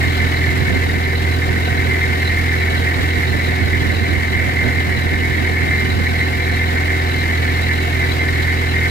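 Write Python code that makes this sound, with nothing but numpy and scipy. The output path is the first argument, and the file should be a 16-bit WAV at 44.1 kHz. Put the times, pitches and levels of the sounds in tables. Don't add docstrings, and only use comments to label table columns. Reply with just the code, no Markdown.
import sys
import numpy as np
from scipy import signal
from scipy.fft import rfft, irfft, next_fast_len
from scipy.io import wavfile
from scipy.ndimage import map_coordinates

SR = 44100
rng = np.random.default_rng(int(sys.argv[2]) if len(sys.argv) > 2 else 0)


def generate_wav(signal):
    frames = np.transpose(np.atleast_2d(signal))
    scaled = np.clip(frames, -1, 1) * 32767
    pcm = np.round(scaled).astype(np.int16)
    wavfile.write(sys.argv[1], SR, pcm)


N = 392490


def amp(db):
    return 10 ** (np.asarray(db) / 20)


def unit(x):
    return x / np.sqrt(np.mean(x ** 2) + 1e-20)


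def along(points, hz):
    table_hz, values = np.transpose(points)
    return np.interp(np.log(hz + 1), np.log(table_hz + 1), values)


def over_time(rows):
    time_s, values = np.transpose(rows)
    return np.interp(np.arange(N) / SR, time_s, values)


def wobble(rate):
    knots = rng.standard_normal(int(N * rate / SR) + 4)
    coarse = np.arange(0, N, 32)
    curve = map_coordinates(knots, [coarse * rate / SR + 1])
    return np.interp(np.arange(N), coarse, curve)


def swell(s, width_s):
    return np.exp(-2 * ((np.arange(N) / SR - s) / width_s) ** 2)


def filtered(x, response):
    size = next_fast_len(N + SR // 2)
    hz = np.fft.rfftfreq(size, 1 / SR)
    return irfft(rfft(x, size) * response(hz), size)[..., :N]


def coloured(x, spectrum):
    return unit(filtered(x, lambda hz: amp(along(spectrum, hz))))


def ringing(x, modes, shift_db):
    out = np.zeros_like(x)
    for k, (hz, width_hz, db) in enumerate(modes):
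        b, a = signal.iirpeak(hz, hz / width_hz, SR)
        drive = x * amp(db + shift_db * np.tanh(wobble(35)))
        out += (-1) ** k * signal.lfilter(b, a, drive)
    return unit(out)


# (frequency [Hz], left-right correlation [0-1])
PORT_LIKENESS = [(60, 0.6), (300, 0.86), (800, 0.73), (2100, 0.73), (3000, .5), (4200, 0), (6000, 0),
                 (15000, 0.5)]


def spread(direct, scattered):
    def angle(hz):
        return np.arccos(np.clip(along(PORT_LIKENESS, hz), 0, 1)) / 2

    mid = filtered(unit(direct), lambda hz: np.cos(angle(hz)))
    side = filtered(unit(scattered), lambda hz: np.sin(angle(hz)))
    return np.array([mid + side, mid - side])


def noise():
    return spread(*rng.standard_normal((2, N)))


# (frequency [Hz], relative level per Hz [dB])
WASH_SPECTRUM = [(20, -32), (33, -13), (45, 4), (62, -4), (110, 3), (180, -6), (280, 0.5), (450, -4.5),
                 (600, -10), (1000, -8.5), (3000, -23.5), (10000, -35)]


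def water():
    return amp(-28.5) * coloured(noise() * amp(0.66 * wobble(6)), WASH_SPECTRUM)


# (time [s], level [dB])
WIND_LEVEL = [(0, -23), (.4, -30), (.75, -15.5), (1.05, -29), (1.7, -23.5), (2.2, -28.5), (3, -29),
              (3.7, -18.5), (4.35, -25), (4.7, -26), (5.2, -22.5), (6, -23.5), (7.1, -40), (8.1, -31),
              (8.9, -39)]
# (time [s], level [dB], width to 1/e^2 either side [s])
GUSTS = [(0.085, -18, .034), (0.76, -16, 0.039), (1.495, -19.5, 0.065), (2.996, -17.5, .056),
         (3.35, -15, 0.018), (3.677, -18, 0.03), (3.938, -16, .026), (4.11, -21, 0.075),
         (4.485, -18, 0.048), (4.659, -15, 0.061), (4.894, -20, .04), (5.01, -27, .032), (5.128, -14, 0.02),
         (6, -22.5, .09)]
# (frequency [Hz], relative level per Hz [dB])
BROAD_SPECTRUM = [(20, -24), (35, -27), (55, -4.5), (105, 1), (150, -6.5), (220, -5.5), (300, -9.5),
                  (420, -16.5), (600, -27), (1500, -41), (6000, -80)]
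# (frequency [Hz], relative level per Hz [dB])
SMALL_SPECTRUM = [(100, -6), (250, 1.5), (450, -4), (700, -10), (1000, -18.5), (2000, -44), (8000, -70)]


def wind():
    gusts = sum(amp(db) * swell(s, width_s) for s, db, width_s in GUSTS)
    lumps = unit(amp(6.7 * np.tanh(wobble(32))))
    strength = np.hypot(amp(over_time(WIND_LEVEL)) * lumps, gusts)
    broad = strength * coloured(rng.standard_normal((2, N)), BROAD_SPECTRUM)
    small = amp(-5.5) * gusts * coloured(rng.standard_normal((2, N)), SMALL_SPECTRUM)
    ceiling = .48
    overloaded = ceiling * np.tanh((broad + small) / ceiling)
    return overloaded * amp([[-14], [0]])


# (time [s], level [dB])
TREBLE_LEVEL = [(0, -28), (1.1, -30.2), (2.6, -29), (4, -30.5), (5.4, -30.5), (7.8, -29), (8.9, -29)]
# (frequency [Hz], relative level per Hz [dB])
HISS_SPECTRUM = [(500, 6), (1200, 12.5), (3000, 6), (4600, 2.5), (6000, -4.5), (7600, -4), (9800, -11),
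                 (11300, -6), (12500, -5.5), (14000, -12), (15800, -20)]


def hiss(cycles, pulse_db=1.5, edge_db=0.5, stroke_db=.5):
    turn = 4 * np.pi * (cycles - .045)
    surge_db = pulse_db * np.sin(turn) + edge_db * np.sin(2 * turn) - stroke_db * np.sin(turn / 2)
    pulsing = noise() * amp(surge_db + 0.88 * wobble(45))
    return amp(over_time(TREBLE_LEVEL)) * coloured(pulsing, HISS_SPECTRUM)


# (place in the cycle [0-1], relative level [dB])
CONTACTS = [(.07, -8.5), (.16, -3), (.25, -4), (.48, -6), (.6, -7.5), (.68, -3.5), (.75, -6), (.81, -7.5),
            (.97, -5.5)]


def blows(cycles, scatter_s, uneven_db, scrape_s, scrape):
    place, db = np.transpose(CONTACTS)
    when = np.arange(int(cycles[-1]) + 1)[:, None] + place
    at = np.interp(when, cycles, np.arange(N), right=2 * N)
    at = at + scatter_s * SR * rng.standard_normal(when.shape)
    force = amp(db + uneven_db * rng.standard_normal(when.shape))
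    inside = (at >= 0) & (at < N)
    taps = np.bincount(at[inside].astype(int), force[inside], N)
    fade = signal.lfilter([1], [1, -np.exp(-1 / (scrape_s * SR))], taps)
    grit = unit(fade * rng.standard_normal((2, N)))
    return spread(unit(taps) + scrape * grit[0], grit[1])


# (time [s], change of level [dB])
SET_CHANGES = [(.23, 2.5), (1.13, 3.5), (1.91, 1), (2.03, 3), (2.52, 3), (3.75, 3.5), (4.39, 2.5),
               (5.58, 3), (6.91, 2.5), (7.5, 1), (7.71, 5), (8.04, 5), (8.23, -1), (8.38, 2.5), (8.79, 3.5)]
# (time [s], width to 1/e^2 either side [s])
PAUSES = [(1.18, 0.032), (1.375, 0.023), (2.248, 0.017), (2.81, 0.038), (3.47, .015), (3.877, 0.018),
          (3.955, .025), (5.962, 0.041), (6.302, 0.024), (7.164, .025), (7.91, 0.039), (8.136, .035),
          (8.7, .03)]
CHANGE_S = 0.027
PAUSE_DB = -6.5
STRAY_DB, STRAY_PER_S = 2, 42


def chatter():
    set_db = sum(db * swell(s, CHANGE_S) for s, db in SET_CHANGES)
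    in_change = sum(swell(s, CHANGE_S) for s, db in SET_CHANGES)
    settled = sum(swell(s, width_s) for s, width_s in PAUSES)
    free = np.clip(1 - settled - in_change, 0, 1)
    stray_db = STRAY_DB * np.tanh(2 * wobble(STRAY_PER_S))
    return free * stray_db + set_db + PAUSE_DB * settled


# (time [s], level [dB])
MOUNT_LEVEL = [(0, -22.5), (1, -23.5), (1.5, -26), (2, -22), (4.2, -23.5), (5.6, -22), (8.9, -22.9)]
# (frequency [Hz], relative level [dB])
MOUNT_BLOW = [(600, -32), (1400, -18), (1680, -3), (2350, -3), (2520, -2), (4000, -18), (8000, -38)]
# (frequency [Hz], width [Hz], relative level [dB])
MOUNT_MODES = [(1691, 26, -13), (1758, 22, -5), (1808, 28, -6), (1879, 24, -3), (2002, 22, -3),
               (2094, 17, 2), (2219, 24, -5), (2330, 36, -11)]
# (frequency [Hz], relative level [dB])
FITTING_BLOW = [(1200, -20), (2600, 3.5), (4400, 3.5), (5500, 4), (8000, -34), (15000, -30)]
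# (frequency [Hz], width [Hz], relative level [dB])
FITTING_MODES = [(2688, 26, -1), (2948, 36, -2), (3024, 28, -4), (3275, 29, -3), (3712, 60, -5),
                 (3812, 38, 0), (3985, 40, 0), (4162, 30, -1), (4360, 60, -10), (4982, 28, -11)]
JINGLE_DB = -5.5


def rattle(cycles, handover_db=2.5):
    fit_db = chatter()
    mount_hits = blows(cycles, scatter_s=.0004, uneven_db=1.5, scrape_s=0.0031, scrape=0.47)
    fitting_hits = blows(cycles, scatter_s=.0002, uneven_db=2.5, scrape_s=0.0017, scrape=.3)
    mount = ringing(coloured(mount_hits, MOUNT_BLOW), MOUNT_MODES, shift_db=2.5)
    handover = amp(-handover_db * np.tanh(fit_db / 2))
    fittings = ringing(coloured(fitting_hits, FITTING_BLOW) * handover, FITTING_MODES, shift_db=6.5)
    mount_gain = amp(over_time(MOUNT_LEVEL) + fit_db)
    return mount_gain * mount + amp(over_time(TREBLE_LEVEL) + JINGLE_DB) * fittings


# (frequency [Hz], relative level per Hz [dB])
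BLOCK_SPECTRUM = [(150, -14), (280, -4), (470, -8), (600, -6), (750, 1), (880, -7), (1200, -16),
                  (1600, 2.5), (2500, -7.5), (3400, -13), (4500, -15.5), (6000, -31), (12000, -55)]
# (frequency [Hz], width [Hz], relative level [dB])
CASING_MODES = [(468, 34, -1), (719, 42, 2), (960, 33, -6.5), (1494, 20, 2), (1541, 25, 3.5)]


def knock(cycles):
    block_hits = blows(cycles, scatter_s=.0011, uneven_db=1.5, scrape_s=0.0035, scrape=1.55)
    casing_hits = blows(cycles, scatter_s=.0005, uneven_db=3, scrape_s=0.0034, scrape=0.92)
    block = coloured(block_hits, BLOCK_SPECTRUM)
    casing = ringing(casing_hits, CASING_MODES, shift_db=3.0)
    return amp(-33.5) * block + amp(-32.5) * casing


# (multiple of the shaft speed, relative level [dB])
EXHAUST_ORDERS = [(1, -18.5), (1.5, -19), (2, .5), (2.5, -20), (3, -11.5), (3.5, -20.5), (4, -18), (5, -19),
                  (5.5, -24.5), (6, -15.5), (6.5, -26), (7, -18.5), (7.5, -27), (8, -25.5), (9, -14),
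                  (9.5, -31.5), (10, -29.5), (11, -22), (11.5, -25), (12, -28.5), (16, -33), (18, -22.5),
                  (20, -27)]


def exhaust(cycles, flutter=0.047, high_flutter=0.23):
    drone = np.zeros(N)
    for multiple, db in EXHAUST_ORDERS:
        waver = flutter + high_flutter * (1 - amp(min(db, 0) / 2))
        phase = 4 * np.pi * multiple * cycles + 2 * np.pi * rng.random()
        loudness = amp(db) * (1 + waver * wobble(12))
        drone += loudness * np.sin(phase + waver * wobble(9))
    return unit(drone)


# (time [s], level [dB])
DRONE_LEVEL = [(0, -18), (3.5, -18.5), (4.4, -20), (5.2, -19), (8.9, -18)]
SHAFT_HZ = 41.93


def engine():
    unsteady = 1 + .0004 * wobble(3) + .001 * wobble(20)
    cycles = np.cumsum(SHAFT_HZ / 2 * unsteady) / SR
    drone = amp(over_time(DRONE_LEVEL)) * exhaust(cycles)
    return drone + knock(cycles) + rattle(cycles) + hiss(cycles)


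# (frequency [Hz], left over right [dB])
PORT_BALANCE = [(84, -2), (126, -8.5), (165, 1), (250, -6.5), (300, 4), (380, -1), (730, 1.5), (1800, -1),
                (2100, -0.5), (2600, 3.5), (4000, 0), (5200, 4), (8000, 2), (12000, -1.5)]


def scene():
    lead_s = .00045
    side = np.array([[.5], [-.5]])

    def ports(hz):
        return amp(side * along(PORT_BALANCE, hz)) * np.exp(2j * np.pi * hz * lead_s * side)

    return filtered(engine() + water(), ports) + wind()


TOP_HZ = 15850


def record(dry):
    return filtered(dry, lambda hz: hz < TOP_HZ)


dry = scene()
out = record(dry)
generate_wav(out)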